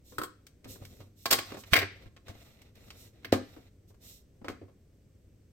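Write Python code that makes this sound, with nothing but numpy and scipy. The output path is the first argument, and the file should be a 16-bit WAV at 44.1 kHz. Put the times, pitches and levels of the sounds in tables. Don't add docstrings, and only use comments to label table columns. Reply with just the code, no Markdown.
import sys
import numpy as np
from scipy import signal
from scipy.fft import rfft, irfft
from scipy.io import wavfile
from scipy.ndimage import uniform_filter1d

SR = 44100
rng = np.random.default_rng(int(sys.argv[2]) if len(sys.argv) > 2 else 0)


def wav_record(signal):
    frames = np.transpose(np.atleast_2d(signal))
    bounded = np.clip(frames, -1, 1)
    quanta = np.round(bounded * 32767).astype(np.int16)
    wavfile.write(sys.argv[1], SR, quanta)


N = 243431

# pitch_hz, gain_db, t60_s
MACHINE_RESONANCES = [(99.6, 20.9, .24), (216, 6.9, .22), (256.5, 11, .19), (295.7, 7.3, 0.12),
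                      (471, 3, 0.16), (535, 0.9, 0.17), (676, 3.5, 0.17), (805.6, 1.8, 0.4),
                      (1082, 4, 0.098), (1618, 1.5, 0.19), (1752, 1, 0.42), (2030, 4, 0.29),
                      (2186, 4, 0.069), (2345, 5.35, 0.24), (3190, 9, 0.14), (4200, 3, 0.15),
                      (4630, 6.4, .07), (6281, 6.5, 0.17), (8760, 7, .14)]


def gain_of(db):
    return 10 ** (np.asarray(db) / 20)


def unit_rms(x):
    return x / np.sqrt(np.mean(x ** 2) + 1e-20)


def curve_at(points, hz):
    freq_hz, value = np.transpose(points)
    return np.interp(np.log(hz + 1), np.log(freq_hz + 1), value)


def add(mix, start_s, sound):
    part = mix[:, round(start_s * SR):][:, :sound.shape[1]]
    part += sound[:, :part.shape[1]]


def panned(db):
    return gain_of(np.array([[db], [-db]]) / 2)


def coloured(x, points, size=4096):
    log_gain = np.log(gain_of(curve_at(points, abs(np.fft.fftfreq(size, 1 / SR)))))
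    taps = np.fft.ifft(np.exp(np.conj(signal.hilbert(log_gain)))).real
    return signal.fftconvolve(x, taps[None, :size // 2], axes=1)[:, :x.shape[1]]


def smoothed(x, tau_s):
    return signal.lfilter([1], [1, -np.exp(-1 / (tau_s * SR))], x)


def wander(size):
    return unit_rms(uniform_filter1d(uniform_filter1d(rng.standard_normal(N), size), size))


def noise(size):
    # freq_hz, correlation
    likeness = [(60, 1), (300, 0.87), (700, 0.47), (1500, 0.4), (4000, 0.36), (14000, 0.096)]
    left, other = rfft(rng.standard_normal((2, size)))
    shared = np.clip(curve_at(likeness, np.fft.rfftfreq(size, 1 / SR)), -1, 1)
    right = shared * left + np.sqrt(1 - shared ** 2) * other
    return irfft(np.array([left, right]), size)


def ringing(drive, modes, size=16384):
    t = np.arange(size) / SR
    hz, db, t60_s = np.transpose(modes)[:, :, None]
    damping = np.log(1000) / t60_s
    decays = gain_of(db) * 2 * damping / SR * np.exp(-damping * t)
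    skew_rad = rng.uniform(-1.6, 1, hz.shape) * np.minimum(hz / 4000, 1)
    response = [(decays * np.cos(2 * np.pi * hz * t + sign * skew_rad)).sum(0) for sign in (1, -1)]
    return signal.fftconvolve(drive, np.array(response), axes=1)[:, :N]


def blows(hits, colour, snap_db, rise_s, t60_s, ring_db, size=8192):
    direct, t = np.zeros((2, N)), np.arange(size) / SR
    attack = 1 - np.exp(-(t / rise_s) ** 2)
    decay = gain_of(-60 * np.maximum(t - rise_s, 0) / t60_s)
    for start_s, level_db, tilt_db_per_oct, pan_db in hits:
        chatter = unit_rms(smoothed(rng.standard_normal(size), tau_s=0.00018))
        grain = unit_rms(gain_of(4 * np.clip(chatter, -2, 2)))
        blow = noise(size) * grain * attack * decay
        blow[:, :1] += gain_of(snap_db)
        tilted = [(hz, db + tilt_db_per_oct * np.log2(hz / 1800)) for hz, db in colour]
        add(direct, start_s, gain_of(level_db) * panned(pan_db) * coloured(blow, tilted))
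    return np.array([direct, gain_of(ring_db) * direct])


def shoves(rows, modes):
    direct, drive = np.zeros((2, 2, N))
    t = np.arange(N) / SR
    for peak_s, level_db, pitch_hz, ring_db in rows:
        u = np.minimum((np.pi * pitch_hz * (t - peak_s)) ** 2, 50)
        swing = gain_of(level_db) * (1 - 2 * u) * np.exp(-u)
        direct += swing
        drive += gain_of(ring_db) * swing
    return direct + ringing(drive, modes)


def room_tone(air_db=-61, hum_db=-68):
    # freq_hz, gain_db
    air_colour = [(20, -7), (45, -2.5), (70, 4), (150, -3), (300, -7.5), (520, -12.5), (750, -24),
                  (1200, -31), (2200, -32), (4000, -38), (8500, -36), (16000, -41.5)]
    t = np.arange(N) / SR
    drift = wander(6000)
    hum = np.sin(2 * np.pi * 59 * t + 2.4 * drift) + 1.4 * np.sin(2 * np.pi * 99 * t - 0.9 * drift)
    return gain_of(air_db) * unit_rms(coloured(noise(N), air_colour)) + gain_of(hum_db) * hum


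def kitchen(x, delay_s=0.002, build_s=0.015):
    # freq_hz, t60_s
    decay_times = [(100, 0.17), (300, 0.3), (800, 0.19), (2000, 0.44), (5000, 0.41), (13000, 0.13)]
    hz, t, bands = signal.stft(noise(SR), SR, nperseg=256)
    decay = gain_of(-60 * t / curve_at(decay_times, hz)[:, None])
    tail = signal.istft(bands * decay, SR, nperseg=256)[1]
    tail *= np.clip((np.arange(tail.shape[1]) / SR - delay_s) / build_s, 0, 1)
    colour = [(100, 2.5), (400, 0), (1000, 2), (2000, -7.5), (5000, -6.5), (13000, 3.5)]
    tail = coloured(tail / np.linalg.norm(tail[0]), colour)
    return signal.fftconvolve(x, tail, axes=1)[:, :N]


def hollow(x, decay_s=0.002, size=512):
    echoes = rng.standard_normal((2, size)) * np.exp(-np.arange(size) / (decay_s * SR))
    echoes = coloured(echoes / np.linalg.norm(echoes[0]), [(500, -18.5), (1500, -3.5), (16000, -2.5)])
    return (x + signal.fftconvolve(x, echoes, axes=1)[:, :N]) / np.sqrt(2)


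def rub_envelopes(attack_s=0.025, release_s=0.029, ease_db_per_s=-15, waver_db=3.5):
    # start_s, length_s, scrape_db, rumble_db
    grinds = [(0.094, 0.087, -66.5, -50), (0.629, .43, -62, -47), (1.45, 0.11, -48.5, -52.5),
              (1.655, 0.09, -55.5, -53), (1.906, 0.16, -57.5, -49), (2.246, 0.447, -57, -52.5),
              (2.741, .33, -60.5, -51.5), (3.128, 0.33, -65, -54.5), (3.429, .24, -59.5, -56),
              (3.994, 0.12, -65.5, -58.5), (4.34, 0.062, -88, -64.5)]
    # start_s, length_s, level_db
    strokes = [(0.035, 0.2, -58.5), (0.669, 0.13, -48), (0.749, .4, -63), (1.151, 0.24, -58.5),
               (1.385, 0.17, -59), (1.57, 0.079, -50.5), (1.649, 0.081, -61.5), (2.31, 0.35, -66.5),
               (2.727, 0.47, -67.5), (2.954, 0.17, -57.5), (3.38, 0.36, -70), (3.872, 0.06, -65.5),
               (4.0, .25, -52.5)]
    t, envelopes = np.arange(N) / SR, np.zeros((3, N))
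    for start_s, length_s, scrape_db, rumble_db in grinds:
        onset = np.clip((t - start_s) / attack_s, 0, 1)
        release = np.clip((start_s + length_s - t) / release_s + 1, 0, 1)
        ease = gain_of(ease_db_per_s * np.clip(t - start_s, 0, length_s))
        hiss_db = scrape_db - 17
        envelopes += gain_of([[hiss_db], [scrape_db], [rumble_db]]) * onset * release * ease
    envelopes *= gain_of(waver_db * wander(900))
    for start_s, length_s, level_db in strokes:
        progress = np.clip((t - start_s) / length_s, 0, 1)
        swell = abs(np.sin(np.pi * progress ** 0.67)) ** 1.8
        envelopes[0] += gain_of(level_db) * swell
    return envelopes


def rubbing(slips_per_s=200, ring_db=-9):
    # freq_hz, gain_db
    hiss_colour = [(1500, -18.5), (3000, 0), (5000, 2.5), (8000, 3.5), (12000, 5), (16000, 1.5)]
    # freq_hz, gain_db
    scrape_colour = [(250, -14), (600, 9), (1200, 1.5), (2400, -3), (4000, -5.5), (8000, -19)]
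    # freq_hz, gain_db
    rumble_colour = [(25, -11.5), (60, -2.5), (100, -6), (150, -9), (300, -10.5), (550, -11.5),
                     (1200, -46.5)]
    hiss_env, scrape_env, rumble_env = rub_envelopes()
    slips = rng.random(N) < slips_per_s / SR
    slip_db = 8 * np.minimum(rng.exponential(1, N), 3)
    grit = smoothed(slips * gain_of(slip_db), tau_s=0.0004103)
    hiss = hiss_env * unit_rms(coloured(noise(N) * (1 + 0.083 * grit), hiss_colour))
    scrape = scrape_env * unit_rms(coloured(noise(N) * (1 + 0.2 * grit), scrape_colour))
    rumble = rumble_env * unit_rms(coloured(noise(N), rumble_colour))
    slides = hollow(hiss + gain_of(-2) * scrape + gain_of(-5) * rumble)
    return slides + ringing(gain_of(ring_db) * slides, MACHINE_RESONANCES)


def capsule_drop():
    # start_s, level_db, tilt_db_per_oct, pan_db
    rim_taps = [(0.122, -50.5, -2.5, 1), (0.183, -26.5, 1, 1.5), (0.1905, -37, -3.5, -2),
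                (0.2157, -34, 0.5, -8.5), (0.2215, -53, 1.5, -2), (0.235, -31, 2.5, 2.5)]
    # freq_hz, gain_db
    tap_colour = [(30, -13), (170, 6.5), (430, 14), (1250, 0.5), (1800, 3.5), (4300, -4), (7000, -9.5),
                  (16000, -14)]
    # peak_s, level_db, pitch_hz, ring_db
    landings = [(0.1838, -34, 1390, 10.5), (0.2164, -27, 1370, 0.5)]
    # pitch_hz, gain_db, t60_s
    modes = [(305.4, 12, 0.22), (352, -9, 0.22), (500, 9, 0.32), (1065, 1, 0.034), (1310, 15, 0.034),
             (1440, 6, 0.05), (3270, 11, 0.11), (3830, -15, 0.069), (4030, -11, 0.11), (4770, 5, 0.19),
             (7246, -20, 0.093)]
    cup_colour = [(480, 0), (750, -5), (1100, 5.5), (1520, 0), (2400, -9), (3200, -7), (4600, -3.5),
                  (5800, -10), (8000, 0.5)]
    taps, drive = blows(rim_taps, tap_colour, snap_db=6.5, rise_s=0.000098, t60_s=0.074, ring_db=-1.5)
    return coloured(taps + ringing(drive, modes) + shoves(landings, modes), cup_colour)


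def air_puff(peak_s=1.7305, rise_s=0.007, fall_s=0.001):
    t = np.arange(N) / SR - peak_s
    swell = np.exp(-abs(t) / np.where(t < 0, rise_s, fall_s))
    colour = [(30, 16.5), (150, 16.5), (500, 10.5), (2000, 11.5), (7000, 2), (10000, 5), (16000, -7)]
    hiss = gain_of(-34) * swell * unit_rms(coloured(noise(N), colour))
    push = gain_of(-28) * np.exp(-((t + 0.0032) / 0.0033) ** 2)
    suck = gain_of(-18) * np.exp(-(t / 0.0014) ** 2)
    return panned(-9) * hiss + panned(-6) * (push - suck)


def lid_contacts():
    # start_s, level_db, tilt_db_per_oct, pan_db
    clacks = [(1.256, -21.5, -0.75, 0), (1.306, -24, 1, 3), (1.3105, -15, 1.5, -2.5),
              (1.319, -17, -3, -0.5), (1.327, -10, .7, 2), (1.339, -21, -3.5, 1.5),
              (1.386, -20.5, -3, -0.5), (3.3225, -20.5, -2.7, -2.5)]
    # freq_hz, gain_db
    clack_colour = [(30, -23), (90, -9), (170, -15), (330, -1), (800, 3), (1400, 1), (2500, 1.5), (3500, 1),
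                    (4600, 2), (6000, -5), (8600, -3.5), (16000, -5)]
    # start_s, level_db, tilt_db_per_oct, pan_db
    rim_hits = [(1.734, -4.5, 2.5, 0.5), (1.74, -13.5, -1, -3.5), (1.756, -8.5, -0.5, -1),
                (1.764, -13, 4, 9), (1.775, -13, -2, 0), (1.789, -12.5, 2, 1.5), (1.816, -17.5, -1, 0.5),
                (1.828, -19, -3, -1), (3.2465, -25.5, 1.3, -1)]
    # freq_hz, gain_db
    rim_colour = [(30, -26), (90, -12.5), (170, -12.5), (260, -8.5), (430, -0.5), (750, -3), (1100, -7),
                  (2100, 3.5), (3000, -7), (4800, -13), (7000, -26), (16000, -22)]
    # start_s, level_db, tilt_db_per_oct, pan_db
    ticks = [(0.467, -47.5, 3.5, 3.5), (0.644, -44, .5, 0.5), (0.8505, -43, 1.5, -3),
             (1.636, -38, -2.5, -1), (2.058, -48.5, -9, -2), (2.1645, -41, -3.5, 0),
             (2.3515, -49.5, -7.5, 1), (2.617, -49, 1.5, -1), (2.7535, -57, 3, -5), (2.9035, -38, -.5, -1)]
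    # freq_hz, gain_db
    tick_colour = [(30, -24), (430, -8), (1000, -0.5), (2500, 1), (7000, -8.5), (16000, -15)]
    # start_s, level_db, tilt_db_per_oct, pan_db
    knocks = [(0.655, -48.5, -1.5, -2), (1.004, -48.5, 1.8, -2.5), (2.2825, -40.5, 2.5, 0.5),
              (3.256, -50, -2.5, 1.5), (3.328, -21, 0.9, 0.5), (3.564, -50, -2.5, 1), (4.445, -40, -1, -1),
              (4.483, -31.5, 0.75, .5), (4.6145, -53.5, -5, -0.5), (4.682, -59, -3, 0.5)]
    # freq_hz, gain_db
    knock_colour = [(30, -14.5), (90, 5), (170, -0.5), (260, 10), (450, 15.5), (750, 10), (1250, 5),
                    (1800, -1), (4300, -9), (7000, -15.5), (16000, -22.5)]
    # start_s, level_db, tilt_db_per_oct, pan_db
    scuffs = [(0.752, -50, 1, 8), (0.812, -49, -3.5, 0), (1.514, -36, 0, -3.5), (1.538, -36.5, 0.5, 1),
              (1.565, -36, 0, -2.5), (2.292, -51, -4, 0), (3.9, -57, -2, 1), (3.938, -59.5, 2, 1),
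              (4.412, -53, -4, 0.5), (4.497, -54, -5.5, 1)]
    # freq_hz, gain_db
    scuff_colour = [(30, -1), (90, 10), (430, 18), (800, 11.5), (1250, 7), (1800, 0.5), (4300, -9),
                    (16000, -19.5)]
    direct, drive = (
        blows(clacks, clack_colour, snap_db=7.5, rise_s=0.0009, t60_s=0.06, ring_db=-7)
        + blows(rim_hits, rim_colour, snap_db=12, rise_s=0.0003, t60_s=0.06, ring_db=-5.5)
        + blows(ticks, tick_colour, snap_db=9, rise_s=0.00079, t60_s=0.055, ring_db=-6)
        + blows(knocks, knock_colour, snap_db=11.5, rise_s=0.0003, t60_s=0.12, ring_db=-3.5)
        + blows(scuffs, scuff_colour, snap_db=-20.5, rise_s=0.006, t60_s=0.055, ring_db=-10.5))
    return direct + ringing(drive, MACHINE_RESONANCES)


def lid_swings():
    # peak_s, level_db, pitch_hz, ring_db
    swings = [(1.2581, -23, 1050, 14), (1.7343, 1, 1950, -2), (3.3282, -6.5, 440, 0.5),
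              (3.331, -28.5, 130, -5.5), (4.4839, -20.5, 1280, -5)]
    return shoves(swings, MACHINE_RESONANCES)


def scene(lag_samples=5):
    capsule = capsule_drop()
    contacts = lid_contacts()
    swings = lid_swings()
    rubs = rubbing()
    reflections = kitchen(gain_of(-11) * (capsule + swings + rubs) + gain_of(-10) * contacts)
    left, right = capsule + contacts + swings + rubs
    direct = np.array([left, np.pad(right, (lag_samples, 0))[:N]])
    return direct + reflections + air_puff() + room_tone()


def record(dry):
    # freq_hz, balance_db
    balance = [(300, 0.5), (1500, 1.5), (3000, -0.5), (6300, -3), (7300, 8), (8800, 2.5), (9800, -3.5),
               (12500, -7.5), (14200, -6), (16000, -5.5)]
    # freq_hz, gain_db
    tone_colour = [(20, 1), (780, -2), (900, -5.5), (1050, -1.5), (6200, 3), (6900, -1), (8600, 2.5),
                   (9700, -10), (10900, -6), (11900, 1), (16000, -2)]
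    ports = [coloured(side[None], [(hz, sign * db / 2) for hz, db in balance])
             for side, sign in zip(dry, (1, -1))]
    clipped = np.clip(coloured(np.vstack(ports), tone_colour), -1, 1)
    lowpass = signal.firwin(511, cutoff=16150, window=("kaiser", 9), fs=SR)
    return signal.oaconvolve(clipped, lowpass[None], "same")


dry = scene()
out = record(dry)
wav_record(out)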